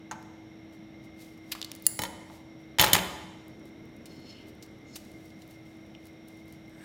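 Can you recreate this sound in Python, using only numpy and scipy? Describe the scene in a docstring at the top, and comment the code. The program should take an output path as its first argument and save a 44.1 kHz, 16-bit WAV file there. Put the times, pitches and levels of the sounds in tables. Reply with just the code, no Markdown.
"""First an appliance hum and small close taps in a hard room, then a plastic wrapper rustling and crackling nearby.
Close to the microphone, steel scissors shear a plastic sausage casing, snap shut, touch the stone table, then
are dropped on it and clatter. Steel and stone are decaying modes with noise cracks; casing and wrapper are
coloured noise; sparse reflections make the room. Air, fan tones, hum and a rumble lie behind."""
import sys
import numpy as np
from scipy import signal
from scipy.fft import rfft, irfft, next_fast_len
from scipy.io import wavfile
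from scipy.ndimage import uniform_filter1d

SR = 44100
rng = np.random.default_rng(int(sys.argv[2]) if len(sys.argv) > 2 else 0)


def transcribe(signal):
    """Save signal, clipped to [-1, 1], as a 16-bit WAV file at the path in sys.argv[1]."""
    frames = np.atleast_2d(signal).T
    limited = np.clip(frames, -1, 1)
    pcm = np.round(limited * 32767).astype(np.int16)
    wavfile.write(sys.argv[1], SR, pcm)


N = 301883  # samples


def scissors():
    """Steel close to the microphone: shearing, snips, the snap, then blades meeting the stone."""
    return shearing() + snips() + snap() + chatter() + clatter()


# Blades shearing the casing: t/s, level/dB
SHEAR_LEVEL = [(1.512, -58), (1.516, -47.5), (1.52, -26.5), (1.533, -39.5), (1.545, -58.5), (1.6, -56)]
# Spectrum of the shearing: f/Hz, relative level/dB per Hz
SHEAR_SPECTRUM = [(410, -53), (700, -19), (3240, -4.5), (4430, -4), (4730, -3), (5400, -12.5), (8530, -15),
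                  (13900, -12), (16000, -21.5)]


def shearing():
    """Sliding edges make a continuous coloured noise under a level curve."""
    out = np.zeros(N)
    add(out, *played(SHEAR_LEVEL, lambda n: shaped(rng.standard_normal(n), SHEAR_SPECTRUM)))
    return out


# Casing fibres parting: t/s, relative level/dB, centre f/Hz, width/octaves, treble skirt/dB, t60/s
FIBRE_SNIPS = [(1.551, -29.5, 1290, 0.91, -21, 0.05), (1.6156, -18, 4080, 0.34, -37, 0.01215),
               (1.6273, -18, 3700, 0.38, -54, .012), (1.6462, -21.5, 4290, .3, -26, .016),
               (1.7166, -19.5, 5557, 4.6, -32, .009), (1.751, -29.5, 9000, 1.477, -2, 0.011),
               (1.762, -36, 10000, 1.1, -14, .009), (1.799, -44, 9000, 1.2, -18, 0.0068),
               (1.8238, -29.5, 13500, 0.61, -7, .009)]


def snips():
    """Each parting fibre is a tiny snap of noise."""
    out = np.zeros(N)
    for s, *row in FIBRE_SNIPS:
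        add(out, s, tick(*row))
    return out


# The blades close: t/s, relative level/dB
BLADE_SNAP = [(1.8664, -5)]
# Modes of the scissors held in the air: f/Hz, relative level/dB, t60/s
HELD_MODES = [(1953, -17.5, 0.024), (2800, -17.5, 0.035), (4370, -4, .008), (4900, -4.5, .008),
              (7040, -5, 0.028), (7400, -4.5, .012), (8000, -7, .008), (9200, 2.5, 0.016),
              (10600, 7.5, 0.021), (10790, -27.5, 0.7), (11400, -4.5, .01), (13510, -4.5, 0.0092),
              (15170, 5, 0.02)]


def snap():
    """Closing blades ring at their modes, with a bright puff of contact noise."""
    out = np.zeros(N)
    for s, db in BLADE_SNAP:
        add(out, s, amp(db - 10.5) * ring(HELD_MODES, spread_db=0, detune=0))
        contact = burst(0.017, [(1200, -41.5), (2200, -13), (7500, 13), (16000, 4)])
        add(out, s, amp(db - 16.5) * contact)
    return out


# Loose blades on the stone between the blows: t/s, level/dB
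CHATTER_LEVEL = [(2.786, -29.5), (2.84, -23), (2.9, -36.5), (2.93, -36.5), (2.94, -24), (2.99, -34.5),
                 (3.04, -67)]
# Spectrum of the chatter: f/Hz, relative level/dB per Hz
CHATTER_SPECTRUM = [(180, -45), (300, -10), (701, -6), (930, -6), (1720, -9.5), (3130, -6.5), (8220, -23.5),
                    (13100, -25), (16000, -32)]


def chatter():
    """Loose blades chatter as grainy coloured noise."""
    out = np.zeros(N)
    add(out, *played(CHATTER_LEVEL, lambda n: shaped(grains(n, 5.2), CHATTER_SPECTRUM)))
    return out


# Blows on the table: t/s, blow level/dB, then relative: table thud/dB, handles/dB, brightness/dB, ring/dB
BLOWS = [(1.991, -19.5, -5, -3.5, -7.5, -13.5), (2.0187, -23, -3, -11.5, -0.5, -12.5),
         (2.036, -20.5, -19.5, 0, -2.5, -20), (2.0519, -35.5, -16, -7.5, -19, -2),
         (2.7857, -18, -17, -9.5, -15, -9.5), (2.7959, -10, -4, -20.5, -12.5, -6.5),
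         (2.8032, -15.5, -14.5, -6, -5, -9.5), (2.8124, -9.5, -9.5, -8.5, 6.5, -14),
         (2.8215, -35.5, -2, -8, -7, -17.5), (2.8357, -16, -16, 3, -9.5, -15.5),
         (2.8432, -10, -26, -4, -4, -17.5), (2.863, -23.5, -15.5, -5.5, -8.5, -13.5),
         (2.881, -33.5, 13.5, 7.5, 13, -11.5), (2.8985, -41, -5, 15.5, 13, -15),
         (2.9322, -2.5, -15, -18.5, 0.5, -15.5), (2.9468, -14, -7, -13.5, -5.5, -16.5),
         (2.965, -15, -7.5, -3, -14, -25)]


def clatter():
    """The scissors touch the table, then drop and bounce: one knock for each contact."""
    out = np.zeros(N)
    for s, *row in BLOWS:
        add(out, s, knock(*row))
    return out


# Modes of the scissors against the stone: nominal f/Hz, relative level/dB, t60/s
LYING_MODES = [(539.5, 4.5, 0.032), (772, -10.5, 0.06), (850, -8, 0.084), (942, -4, 0.05),
               (1002, -10.5, .05), (1234, -15.5, 0.094), (1395, -13.5, 0.08), (1842, 0, 0.038),
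               (2030, -4.5, 0.022), (2210, -4, 0.047), (3090, 4, 0.045), (3425, 0, 0.03), (3630, -0.5, .03),
               (3947, -3.5, 0.063), (4306, -3, 0.059), (4830, -6, 0.055), (5430, -7, 0.085),
               (6620, -7, 0.12), (6980, -3.5, 0.048), (7430, -12.5, .1), (8980, -17.5, 0.25),
               (10250, -20, .25), (10720, -6.5, 0.03), (11350, -3.5, 0.03), (11770, -17.5, .25),
               (12750, 2.5, 0.028), (12720, -18, .25), (13850, -3, .02), (15200, -0.5, .04),
               (14500, -21, 0.25)]
# Modes of the table top: nominal f/Hz, relative level/dB, t60/s
TABLE_MODES = [(62, -18.5, 0.11), (109.6, 3.5, 0.04), (185.7, -9.5, 0.34), (285, -4, 0.059),
               (388.7, -3, 0.03)]
CRACK_T60_S = 0.026
BLADE_SHARE = 0.33  # the blades brighten less than their tips


def knock(db, thud_db, handles_db, bright_db, ring_db):
    """Contact crack, ringing steel damped by the stone, and the thud of the table."""
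    colour = [(150, thud_db + 4.5), (400, handles_db - 10), (950, handles_db + 12), (3500, 0),
              (7300, BLADE_SHARE * bright_db + 3), (12500, bright_db + 3), (16500, bright_db + 3.5)]
    hz, weight_db = np.transpose(colour)
    mode_hz = np.array(LYING_MODES)[:, :1]
    choke_db = 1.3 * np.log2(mode_hz / 1000)  # the stone chokes high modes more
    steel = ring(LYING_MODES, np.interp(np.log(mode_hz), np.log(hz), weight_db) - choke_db)
    onset = 1 - np.exp(-np.arange(len(steel)) / SR / 0.003)  # the heavy top answers slowly
    table = ring(TABLE_MODES, spread_db=1.5) * onset
    out = amp(ring_db) * steel + amp(thud_db - 6.5) * table
    add(out, 0, amp(-6) * burst(CRACK_T60_S, colour))
    return amp(db) * out


def wrapper():
    """Plastic nearby, with taps close by: crackles, grainy rustle and faint rubbing whistles."""
    return taps() + crackles() + rustle() + rub() + squeak()


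# Small taps close by: t/s, relative level/dB, centre f/Hz, width/octaves, treble skirt/dB, t60/s
CLOSE_TAPS = [(0.1121, -24, 990, 0.68, -30.5, 0.1), (0.1123, -28, 6470, 0.27, -54, 0.038),
              (.227, -41.5, 4900, 0.79, -26, 0.0091), (2.3, -36, 775, .2, -44.5, 0.044),
              (4.057, -35, 5220, 1.5, -14, 0.028), (4.625, -38, 5050, 0.74, -21, 0.077),
              (4.961, -30, 5800, 4.2, -14, 0.058), (5.304, -47, 3504, 0.78, -25, 0.029),
              (5.420, -40.5, 4200, 1, -26, 0.028), (5.95, -34.5, 2944, 0.33, -53, 0.017)]


def taps():
    """Each tap is a short puff of noise around one broad resonance."""
    out = np.zeros(N)
    for s, *row in CLOSE_TAPS:
        add(out, s, tick(*row))
    return out


# Distinct wrapper crackles: t/s, relative level/dB, centre f/Hz
WRAPPER_CRACKLES = [(1.377, -49.5, 11040), (3.4815, -42, 14900), (3.596, -53, 7120), (3.655, -46, 7340),
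                    (3.8546, -51, 15000), (3.9666, -49.5, 9670), (4.2018, -51, 11000),
                    (4.4707, -52.5, 9100), (4.4836, -47, 8990), (4.5516, -52, 10100), (4.6628, -47, 7196),
                    (5.0499, -46, 10400), (5.1165, -45, 7350), (5.257, -44.5, 13600), (5.4774, -44, 12600),
                    (5.51, -42, 10050), (5.8664, -55, 13330), (6.0555, -43, 9700), (6.0693, -42, 13100),
                    (6.284, -39, 12750), (6.372, -49, 9060), (6.4815, -47, 12550), (6.525, -38.5, 8840),
                    (6.6794, -53, 11600), (6.6954, -50, 9610)]
# Shape of every crackle: width/octaves, treble skirt/dB, t60/s
CRACKLE_SHAPE = (2.3, -16, .015)
FAINT_PER_S, FAINT_FROM_S = 4, 3.5  # faint crackles at random once the wrapper is being peeled
FAINT_DB = -58  # lowest relative level


def crackles():
    """Each crackle is a tiny wide-band snap; faint ones fall at random in even time slots."""
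    out = np.zeros(N)
    for s, *row in WRAPPER_CRACKLES:
        add(out, s, tick(*row, *CRACKLE_SHAPE))
    for k, (late, size, pitch) in enumerate(rng.random((14, 3))):
        faint = tick(FAINT_DB + 5 * size, 7000 * 2 ** pitch, *CRACKLE_SHAPE)
        add(out, FAINT_FROM_S + (k + late) / FAINT_PER_S, faint)
    return out


# Fingers and wrapper rustling: peak t/s, peak level/dB, rise/s, fall/s
RUSTLES = [(.2, -72, 0.086, 0.32), (.734, -64, 0.034, .08), (1.046, -64, .045, 0.065),
           (1.214, -55, 0.075, 0.25), (1.497, -63, 0.12, 0.085), (1.864, -48.5, .05, .01),
           (2.354, -59, 0.17, .11), (2.6, -73.5, .04, 0.25), (3.5, -72, 0.044, .1), (3.675, -65, .07, .04),
           (4.062, -56, .006, 0.048), (4.119, -68, .08, .4), (4.49, -59, .045, 0.046),
           (4.63, -61, 0.033, .07), (4.959, -43, 0.013, .05), (5.001, -63.5, 0.083, .5),
           (5.27, -65.5, .5, .15), (5.421, -64, .15, .1), (5.52, -61, 0.13, 0.11),
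           (5.67, -69.5, 0.13, 0.48), (6.07, -63.5, .13, .07), (6.28, -64, 0.021, .2), (6.4, -69, .2, 0.13),
           (6.48, -66, 0.033, .2), (6.53, -63, 0.025, 0.09), (6.84, -69, 0.43, .05)]
# Steady handling under the rustles, running past the end: from t/s, to t/s, level/dB
HANDLING = (2.7, 9.5, -81)
# Spectrum of both: f/Hz, relative level/dB per Hz
RUSTLE_SPECTRUM = [(1500, -30.5), (2500, -1.5), (4500, 1.5), (7000, -2.5), (10000, -4.5), (13500, -4.5),
                   (16000, -8.5)]


def rustle():
    """Moving plastic is grainy coloured noise, swelling with each gesture over steady handling."""
    out = np.zeros(N)
    for rows in [swell(*row) for row in RUSTLES] + [held(*HANDLING)]:
        add(out, *played(rows, lambda n: shaped(grains(n, 1.7), RUSTLE_SPECTRUM)))
    return out


# Plastic rubbed until it whistles: peak t/s, peak level/dB, rise/s, fall/s, tilt/dB per octave
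RUBS = [(4.066, -52.5, .006, .02, -3), (4.111, -57, 0.054, 0.36, 0), (4.31, -51.5, 0.19, .11, -3),
        (4.39, -56.5, .2, .25, -23), (4.88, -64, 0.046, 0.23, 33), (4.95, -53, 0.091, 0.012, 12)]
# Resonances of the rubbed plastic: f/Hz, width/Hz, relative level/dB before the tilt
RUB_PEAKS = [(2940, 380, -1.5), (4310, 110, 3), (5220, 58, 1.5), (6700, 550, -7.5)]


def rub():
    """Rubbed plastic whistles faintly: narrow noise bands with an unsteady level."""
    out = np.zeros(N)
    for *row, tilt_db in RUBS:
        def whistling(n):
            return rubbing(n, RUB_PEAKS, tilt_db) * amp(2.2 * wander(n, 300))
        add(out, *played(swell(*row), whistling))
    return out


# A thin whistle grows at the end: t/s, level/dB
SQUEAK_LEVEL = [(6.7, -70), (6.77, -65.5), (6.85, -52.5)]
# Resonances of the whistle: f/Hz, width/Hz, relative level/dB
SQUEAK_PEAKS = [(1690, 380, 6), (8250, 230, -4), (11000, 800, -11.5), (13000, 150, -12)]


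def squeak():
    """Narrow noise bands under a growing level curve."""
    out = np.zeros(N)
    add(out, *played(SQUEAK_LEVEL, lambda n: rubbing(n, SQUEAK_PEAKS)))
    return out


# The hard room: f/Hz, reflection level/dB, t60/s
ROOM_BANDS = [(150, -6, 1), (500, -3.5, 0.95), (1200, -7, 0.94), (4100, -15.5, 1), (8000, -15, 0.85),
              (12000, -16, 0.57), (16000, -17, 0.44)]


def room(x):
    """Sparse reflections of random sign, each band with its own strength and dying at its own speed."""
    echoes = np.zeros(SR)
    at = np.arange(400, SR - 20, 12)
    echoes[at + rng.integers(0, 12, len(at))] = rng.choice([-1., 1.], len(at))
    hz, t, z = signal.stft(echoes, SR, nperseg=256)
    f, db, t60 = np.transpose(ROOM_BANDS)
    db, t60 = (np.interp(np.log(hz + 1), np.log(f), c)[:, None] for c in (db, t60))
    z = z * amp(-60 * t / t60)
    flat = signal.istft(z, SR, nperseg=256)[1]
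    tail = signal.istft(z * amp(db), SR, nperseg=256)[1]
    return signal.fftconvolve(x, tail / np.linalg.norm(flat))[:N]


def background():
    """What lies behind: room tone, fuzzy fan tones, a wavering hum and a low rumble."""
    return air() + fan() + hum() + rumble()


# Spectrum of the room tone: f/Hz, relative level/dB per Hz
AIR_SPECTRUM = [(25, -26.5), (60, -9), (118, -4), (266, -8), (389, -13.5), (650, -14), (1000, -26),
                (1730, -26.5), (2460, -31), (3900, -29.5), (4600, -45), (6300, -54.5), (8500, -56),
                (14000, -47), (16000, -65.5), (16500, -75)]
AIR_DB = -52.5


def air():
    """Room tone: steady coloured noise."""
    noise = rng.standard_normal(next_fast_len(N))
    return amp(AIR_DB) * evened(shaped(noise, AIR_SPECTRUM)[:N])


# Fuzzy fan tones: f/Hz, width/Hz, level/dB
FAN_TONES = [(211.3, 14, -59), (2112, 44, -63), (3740, 190, -75.5), (5576, 140, -71.5)]


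def fan():
    """Each fan tone is noise in one narrow resonance."""
    return sum(amp(db) * whistle(N, hz, width) for hz, width, db in FAN_TONES)


# Appliance hum: t/s, mean f/Hz, level/dB
HUM_COURSE = [(0, 322, -51.5), (3.8, 321, -52.5), (4.0, 323, -57), (4.1, 322, -53.5), (4.8, 318, -56),
              (5.2, 321, -53.5), (6.845, 321, -53)]


def hum():
    """A sine whose level and pitch drift, with a small random pitch wobble."""
    s, *columns = np.transpose(HUM_COURSE)
    hz, db = (np.interp(np.arange(N) / SR, s, c) for c in columns)
    wobble_hz = 1.6 * wander(N, 3000)
    phase = 2 * np.pi * np.cumsum(hz + wobble_hz) / SR
    return amp(db) * np.sqrt(2) * np.sin(phase)


# A low rumble swells for a while: from t/s, to t/s, level/dB
RUMBLE_SPAN = (3.45, 5.3, -54.5)
# Spectrum of the rumble: f/Hz, relative level/dB per Hz
RUMBLE_SPECTRUM = [(30, 6), (70, -20), (280, 8.5), (450, -0.5), (800, -18.5), (1600, -17), (4000, -49)]
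RUMBLE_WAVER_DB = 1.5  # rms


def rumble():
    """Low coloured noise with a slowly wavering level."""
    out = np.zeros(N)
    lumps = amp(RUMBLE_WAVER_DB * evened(uniform_filter1d(wander(N, 3000), 3000)))
    add(out, *played(held(*RUMBLE_SPAN),
                     lambda n: lumps[:n] * shaped(rng.standard_normal(n), RUMBLE_SPECTRUM)))
    return out


def amp(db):
    """Decibels to amplitude."""
    return 10 ** (np.asarray(db) / 20)


def evened(x):
    """Scales x to rms 1."""
    return x / np.sqrt(np.mean(x ** 2) + 1e-20)


def add(mix, s, sound):
    """Adds sound at s seconds, cut at the end of the mix."""
    part = mix[round(s * SR):][:len(sound)]
    part += sound[:len(part)]


def shaped(x, points):
    """Colours x by a spectrum of (Hz, dB) points."""
    hz, db = np.transpose(points)
    f = np.fft.rfftfreq(len(x), 1 / SR)
    return irfft(rfft(x) * amp(np.interp(np.log(f + 1), np.log(hz + 1), db)), len(x))


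def played(rows, make):
    """Start time, and sound from make(samples) under a (s, dB) level curve."""
    s, db = np.transpose(rows)
    t = np.arange(s[0], s[-1], 1 / SR)
    level = amp(np.interp(t, s, db))
    return s[0], level * evened(make(len(t))) * signal.windows.tukey(len(t), .04)


def swell(peak, db, rise, fall, climb_db=30):
    """Level curve of one gesture: a straight climb in dB to its peak and a straight fall."""
    return [(peak - rise, db - climb_db), (peak, db), (peak + fall, db - climb_db)]


def held(start, end, db, ease=0.13):
    """Level curve that eases in, stays and eases out."""
    return [(start, db - 6), (start + ease, db), (end - ease, db), (end, db - 12)]


def wander(count, samples):
    """Random curve smoothed over a number of samples, rms 1."""
    return evened(uniform_filter1d(rng.standard_normal(count), samples))


def grains(count, depth_db):
    """Noise whose strength jumps every few milliseconds."""
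    return rng.standard_normal(count) * amp(depth_db * wander(count, 150))


def whistle(count, hz, width):
    """Noise in one resonance, rms 1."""
    r = np.exp(-np.pi * width / SR)
    poles = [1, -2 * r * np.cos(2 * np.pi * hz / SR), r * r]
    return evened(signal.lfilter([1, 0, -1], poles, rng.standard_normal(count)))


def rubbing(count, peaks, tilt_db=0):
    """Noise in a few narrow resonances, leaning high or low."""
    return sum(amp(db + tilt_db * np.log2(hz / 4300)) * whistle(count, hz, width)
               for hz, width, db in peaks)


def ring(modes, weight_db=0, spread_db=2, detune=0.011):
    """Struck modes; each blow lands and rests elsewhere, so strengths and pitches vary."""
    hz, db, t60 = np.transpose(modes)[:, :, None]
    t = np.arange(SR // 2) / SR
    db = db + weight_db + spread_db * rng.standard_normal(hz.shape)
    looseness = np.minimum(0.053 / t60, 1)  # free ringing modes keep their pitch
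    hz = hz * (1 + detune * looseness * rng.standard_normal(hz.shape))
    waves = np.sin(2 * np.pi * (hz * t + rng.random(hz.shape)))
    return (amp(db - 60 * t / t60) * waves).sum(0)


def burst(t60, colour, count=4096):
    """A coloured puff of noise that starts at once, at rms 1, and dies away."""
    fade = amp(-60 * np.arange(count) / SR / max(t60, .002))
    puff = shaped(rng.standard_normal(count), colour) * fade
    return puff * np.linalg.norm(fade) / np.linalg.norm(puff)


def tick(db, hz, octaves, skirt_db, t60):
    """A tiny snap: one broad resonance with a skirt of treble."""
    side = 2 ** octaves
    colour = [(hz / side ** 3, -34), (hz / side, -11), (hz, 0), (hz * side, -12),
              (hz * side * 4, skirt_db), (hz * side * 16, skirt_db - 20.5)]
    return amp(db - 8.5) * burst(t60, colour)


def scene():
    """Scissors and wrapper, their reflections in the room, and the background behind them."""
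    near = scissors() + wrapper()
    return (near + room(near) + background())[None]


EDGE_HZ = 16300  # upper band limit


def record(dry):
    """The microphone loses the deepest bass and clips near full scale; then the band limit."""
    thin = signal.sosfilt(signal.butter(2, 50, "high", fs=SR, output="sos"), dry)
    capped = np.clip(thin, -.95, .95)
    lowpass = signal.firwin(255, EDGE_HZ, window=("kaiser", 11), fs=SR)
    return signal.oaconvolve(capped, lowpass[None], "same")


dry = scene()
out = record(dry)
transcribe(out)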